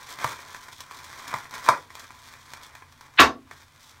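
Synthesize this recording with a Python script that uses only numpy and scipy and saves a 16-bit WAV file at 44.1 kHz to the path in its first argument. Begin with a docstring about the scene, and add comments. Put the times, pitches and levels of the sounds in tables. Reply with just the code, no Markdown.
"""Air pillows in a bathroom

One microphone, close to two hands squeezing plastic air pillows in a small, hard-walled bathroom.
The film crinkles and creases; three times a taut wall buckles with a hollow snap. Then one pillow
tears and bursts, driving the recorder into its limiter, and the slack film rustles on."""
import sys
import numpy as np
from scipy import signal
from scipy.fft import rfft, irfft
from scipy.io import wavfile
from scipy.ndimage import uniform_filter1d, minimum_filter1d

SR = 44100
rng = np.random.default_rng(int(sys.argv[2]) if len(sys.argv) > 2 else 0)


def generate_wav(signal):
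    """Clip the signal to [-1, 1] and save it as 16-bit WAV at the path in sys.argv[1]."""
    frames = np.transpose(np.atleast_2d(signal))
    scaled = np.clip(frames, -1, 1) * 32767
    pcm = np.round(scaled).astype(np.int16)
    wavfile.write(sys.argv[1], SR, pcm)


N = 176400

# Room tone at the microphone. Each row: frequency in Hz, relative level in dB.
ROOM_TONE_SPECTRUM = [(20, -8.5), (50, -11.5), (85, 2), (105, -4.5), (145, 0.5), (190, -33.5), (235, -7),
                      (400, -24.5), (1000, -18), (3000, -22), (8000, -30.5), (16000, -35.5)]
# Reverberation of the bathroom. Each row: frequency in Hz, seconds to fall 60 dB.
BATHROOM_T60 = [(100, 0.28), (300, 0.32), (700, 0.23), (1200, 0.2), (2500, 0.16), (6000, 0.18),
                (14000, 0.12)]
# Low room modes, rung by the burst. Each row: frequency in Hz, level in dB, seconds to fall 60 dB.
BATHROOM_MODES = [(86, -44, .7), (149.8, -38, .4), (240.4, -34.5, 0.64), (270.3, -29, 0.55)]
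# The hands squeezing. Each row: time in seconds, relative levels of rustle and of crackle in dB.
SQUEEZE_LEVELS = [(0, -43.5, -46.5), (.06, -50.5, -51), (.115, -40.5, -41.5), (.16, -49.5, -53.5),
                  (.22, -34, -43.5), (.29, -37.5, -40), (.33, -37.5, -43.5), (.37, -49, -50.5),
                  (.52, -47.5, -50), (.62, -50.5, -51.5), (.70, -48, -52), (.77, -63, -56.5),
                  (.80, -47, -48), (.85, -54.5, -59.5), (.9, -49.5, -53), (.94, -46.5, -46.5),
                  (1.05, -47, -49.5), (1.24, -43, -47.5), (1.32, -36.5, -49), (1.39, -41, -45),
                  (1.44, -48.5, -54.5), (1.505, -55, -57), (1.539, -34.5, -37.5), (1.58, -38.5, -43.5),
                  (1.61, -44, -47), (1.675, -34.5, -40.5), (1.73, -33, -50), (1.80, -53, -52.5),
                  (1.88, -58, -60.5), (1.93, -54.5, -55.5), (2.0, -47, -48.5), (2.07, -52.5, -54),
                  (2.2, -54, -55.5), (2.3, -50, -52.5), (2.43, -55, -56), (2.52, -50.5, -52),
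                  (2.56, -48.5, -56), (2.61, -51, -58), (2.64, -49, -51.5), (2.71, -53, -58.5),
                  (2.77, -55.5, -60.5), (2.87, -61, -63), (2.97, -59.5, -63.5), (3.05, -51.5, -56),
                  (3.12, -60, -67), (3.16, -52, -56.5), (3.25, -70.5, -78), (3.45, -66.5, -73.5),
                  (3.53, -51.5, -56), (3.58, -58, -57), (3.62, -53, -55.5), (3.659, -64, -63),
                  (3.75, -59.5, -64), (3.84, -57, -50), (3.92, -58, -57), (4, -57, -65)]
# Hollow rustle of the pillow. Each row: frequency in Hz, relative level in dB.
RUSTLE_SPECTRUM = [(100, -21.5), (200, -13), (300, -13), (550, -11), (820, -8.5), (1010, 2.5), (1250, -4),
                   (1700, -4), (2450, -7), (2650, -25), (5000, -34), (16000, -61)]
# Fine crackle of the film. Each row: frequency in Hz, relative level in dB.
CRACKLE_SPECTRUM = [(300, -39), (1000, -6), (2900, -6), (3300, 2.5), (4700, -1.5), (5700, -0.5),
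                    (7500, -5.5), (9700, -9), (10300, -14.5), (11500, -11.5), (15800, -14)]
# Creases giving way. Each row: start in seconds, relative levels of rustle and of crackle in dB.
CREASE_EVENTS = [(.121, -39, -40.5), (.188, -29, -38), (0.2129, -25, -38), (.275, -26, -46),
                 (0.29, -41, -42), (.391, -29.5, -50), (0.5469, -25.5, -41.5), (.684, -31, -44),
                 (0.729, -35, -40), (.783, -42, -44), (0.8055, -28.5, -33.5), (.911, -27, -42),
                 (1.279, -29.5, -34), (1.314, -33, -42), (1.3431, -18.5, -44), (1.455, -32, -50),
                 (1.51, -34, -41.5), (1.54, -29, -37), (1.664, -24, -47), (1.904, -31.5, -50),
                 (1.953, -31, -38.5), (1.995, -39, -44), (2.043, -35.5, -48.5), (2.106, -33.5, -50),
                 (2.338, -35, -47), (2.536, -28, -37), (2.634, -42, -41.5), (2.752, -30.5, -43.5),
                 (2.822, -32.5, -54), (2.924, -41, -49.5), (3.01, -35.5, -45), (3.512, -28.5, -45)]
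# Taut walls buckling, two rows to a snap. Each row: start in seconds, ring gain in dB, pitch in Hz,
# rise in seconds, click gain in dB, thud gain in dB.
BUCKLE_EVENTS = [(0.2421, -19.5, 1047, 0.0007, -13, -50), (0.2445, -9, 1030, 0.00029, -7, -31.5),
                 (1.3292, -20.5, 1116, 0.00042, -27, -61), (1.3397, -13.5, 1034, .0005, -12, -36.5),
                 (1.6795, -9.5, 1163, 0.0015, -33, -59.5), (1.6879, 5.5, 1035, 0.00033, 5.5, -31.5)]
# Ring of a taut pillow. Each row: ratio to its pitch, relative level in dB, seconds to fall 60 dB.
PILLOW_MODES = [(.66, -16, 0.041), (.97, -2.5, 0.031), (1.11, -7.5, 0.036), (1.27, -11, 0.026),
                (1.55, -16, 0.032), (2.2, -15, 0.019)]
# A tear running along the film. Each row: frequency in Hz, relative level in dB.
TEAR_SPECTRUM = [(100, -40), (500, -19.5), (1100, -1), (1800, 5), (2700, -1.5), (4000, -5.5), (5500, -30.5),
                 (9000, -46), (15000, -60.5)]
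# The torn film cracking. Each row: start in seconds, gain in dB.
FILM_CRACKS = [(3.1971, -4), (3.2044, 8)]
# The air escaping at once. Each row: frequency in Hz, relative level in dB.
BLAST_SPECTRUM = [(30, -13), (120, -4.5), (195, -17.5), (270, 1), (370, 0.5), (560, -3), (800, -1),
                  (1100, 6), (1500, 1.5), (1900, -5), (2400, -5.5), (2900, -11), (4000, -11.5), (6500, -19),
                  (9000, -33), (10300, -44), (12000, -29.5), (15800, -41.5)]


def amp(db):
    """Decibels to gain."""
    return 10 ** (np.asarray(db) / 20)


def unit_rms(x):
    """Scales to an rms of one."""
    return x / np.sqrt(np.mean(x ** 2) + 1e-20)


def value_at(table, hz):
    """Reads a table along a log-frequency axis."""
    table_hz, values = np.transpose(table)
    return np.interp(np.log(hz + 1), np.log(table_hz + 1), values)


def add(mix, start_s, sound):
    """Adds a sound into the mix at its start time."""
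    part = mix[round(start_s * SR):][:len(sound)]
    part += sound[:len(part)]


def colour(x, spectrum, size=4096):
    """Applies a minimum-phase filter of unit energy with the given spectrum."""
    hz = abs(np.fft.fftfreq(size, 1 / SR))
    log_gain = np.log(amp(value_at(spectrum, hz)))
    response = np.exp(np.conj(signal.hilbert(log_gain)))
    taps = np.fft.ifft(response).real[:size // 2]
    return signal.oaconvolve(x, taps / np.linalg.norm(taps))[:len(x)]


def ring(modes, t, pitch=1):
    """Struck modes: a sum of dying sines."""
    return sum(amp(db - 60 * t / t60) * np.sin(2 * np.pi * f * pitch * t) for f, db, t60 in modes)


def ticks(per_s, spread_db):
    """Random clicks, most small and a few large."""
    sizes = amp(spread_db * np.minimum(rng.exponential(1, N), 5))
    signs = rng.choice([-1., 1.], N)
    return unit_rms(sizes * signs * (rng.random(N) < per_s / SR))


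def crack(fade_s):
    """A very short puff of noise of unit energy."""
    t = np.arange(SR // 20) / SR
    puff = rng.standard_normal(len(t)) * np.exp(-t / fade_s)
    return puff / np.linalg.norm(puff)


def room_tone(hum_hz=85):
    """The bathroom's own low noise, with a faint hum."""
    noise = colour(rng.standard_normal(N), ROOM_TONE_SPECTRUM)
    hum = np.sqrt(2) * np.sin(2 * np.pi * hum_hz * np.arange(N) / SR)
    return amp(-59) * noise + amp(-66.5) * hum


def bathroom(direct, wet_db, first_echo_s=0.0033):
    """Direct sound at the microphone plus dense reflections off close walls, dying faster in the treble."""
    count = SR * 3 // 4
    echoes = rng.choice([-1., 1.], count) * (rng.random(count) < 0.1)
    hz, t, bands = signal.stft(echoes, SR, nperseg=256)
    decay = amp(-60 * t / value_at(BATHROOM_T60, hz)[:, None])
    spectrum = rfft(signal.istft(bands * decay, SR, nperseg=256)[1])
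    local_power = uniform_filter1d(abs(spectrum) ** 2, 90)
    tail = irfft(spectrum / np.sqrt(local_power + 1e-12))[:count * 3 // 4]  # even energy in all bands
    tail *= np.clip(np.arange(len(tail)) / SR / first_echo_s - 1, 0, 1)
    return direct + amp(wet_db) * signal.fftconvolve(direct, tail / np.linalg.norm(tail))[:N]


def crease(fade_s=0.0049):
    """A crease gives way: one click, then a dying run of small slips."""
    t = np.arange(SR // 20) / SR
    slips = 0.52 * rng.standard_normal(len(t)) * (rng.random(len(t)) < 0.1) * np.exp(-t / fade_s)
    slips[0] = 1
    return slips / np.linalg.norm(slips)


def crinkling_film(clump_s=0.012):
    """Wrinkles click in clumps and creases give way; the film crackles and the hollow pillow rustles."""
    t = np.arange(N) / SR
    times, rustle_db, crackle_db = np.transpose(SQUEEZE_LEVELS)
    clumps_db = 2 * unit_rms(uniform_filter1d(rng.standard_normal(N), round(clump_s * SR)))
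    rustle = ticks(per_s=3500, spread_db=3) * amp(np.interp(t, times, rustle_db) - 1.5 + clumps_db / 2)
    crackle = ticks(per_s=1700, spread_db=3) * amp(np.interp(t, times, crackle_db) - 2 + clumps_db)
    for start_s, hollow_db, sharp_db in CREASE_EVENTS:
        slips = crease()
        add(rustle, start_s, amp(hollow_db + 14.5) * slips)
        add(crackle, start_s, amp(sharp_db + 20.5) * slips)
    return bathroom(colour(rustle, RUSTLE_SPECTRUM) + colour(crackle, CRACKLE_SPECTRUM), wet_db=-6.5)


def buckling_walls(thud_hz=123, thud_s=0.0055):
    """A pillow wall flips: a click, the short ring of the taut pillow and a low push of air."""
    t = np.arange(SR // 5) / SR
    thud = np.sin(2 * np.pi * thud_hz * t) * t / thud_s * np.exp(1 - t / thud_s)
    body, clicks = np.zeros(N), np.zeros(N)
    for start_s, ring_db, pitch_hz, rise_s, click_db, thud_db in BUCKLE_EVENTS:
        attack = 1 - np.exp(-(t / rise_s) ** 2)
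        add(body, start_s, amp(ring_db) * ring(PILLOW_MODES, t, pitch_hz) * attack + amp(thud_db) * thud)
        add(clicks, start_s, amp(click_db) * crack(fade_s=0.0025))
    return bathroom(body + colour(clicks, CRACKLE_SPECTRUM), wet_db=-8.5)


def bursting_pillow(tear_s=3.173, burst_s=3.197, swell_db=39, blast_fade_s=0.016):
    """A tear swells until the pillow cracks open; the blast fills the room and rings its low modes."""
    t = np.arange(N) / SR
    swell = amp(swell_db * np.minimum(t - burst_s, 0) / (burst_s - tear_s))
    tearing = (t > tear_s) & (t < burst_s)
    tear = colour(ticks(per_s=5000, spread_db=2) * swell * tearing, TEAR_SPECTRUM)
    cracks = np.zeros(N)
    for start_s, db in FILM_CRACKS:
        add(cracks, start_s, amp(db) * crack(fade_s=0.0006))
    age = np.maximum(t - burst_s, 0)
    escaping_air = rng.standard_normal(N) * (t >= burst_s) * np.exp(-age / blast_fade_s)
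    torn_film = bathroom(tear + colour(cracks, CRACKLE_SPECTRUM), wet_db=-6)
    blast = bathroom(colour(escaping_air, BLAST_SPECTRUM), wet_db=-2)
    return torn_film + amp(-2.5) * blast + ring(BATHROOM_MODES, age)


def scene():
    """The pillows and the room tone at one microphone."""
    return (crinkling_film() + buckling_walls() + bursting_pillow() + room_tone())[None]


def record(dry, hold_s=0.0028, cutoff_hz=15850):
    """The recorder: a fast limiter holds the peaks to full scale, then a low-pass cuts the top treble."""
    hold = round(hold_s * SR)
    needed_gain = np.minimum(1, 1 / (abs(dry[0]) + 1e-9))
    gain = uniform_filter1d(minimum_filter1d(needed_gain, hold), hold)
    lowpass = signal.firwin(511, cutoff_hz, window=("kaiser", 9), fs=SR)
    return signal.oaconvolve(dry * gain, lowpass[None], "same")


dry = scene()
out = record(dry)
generate_wav(out)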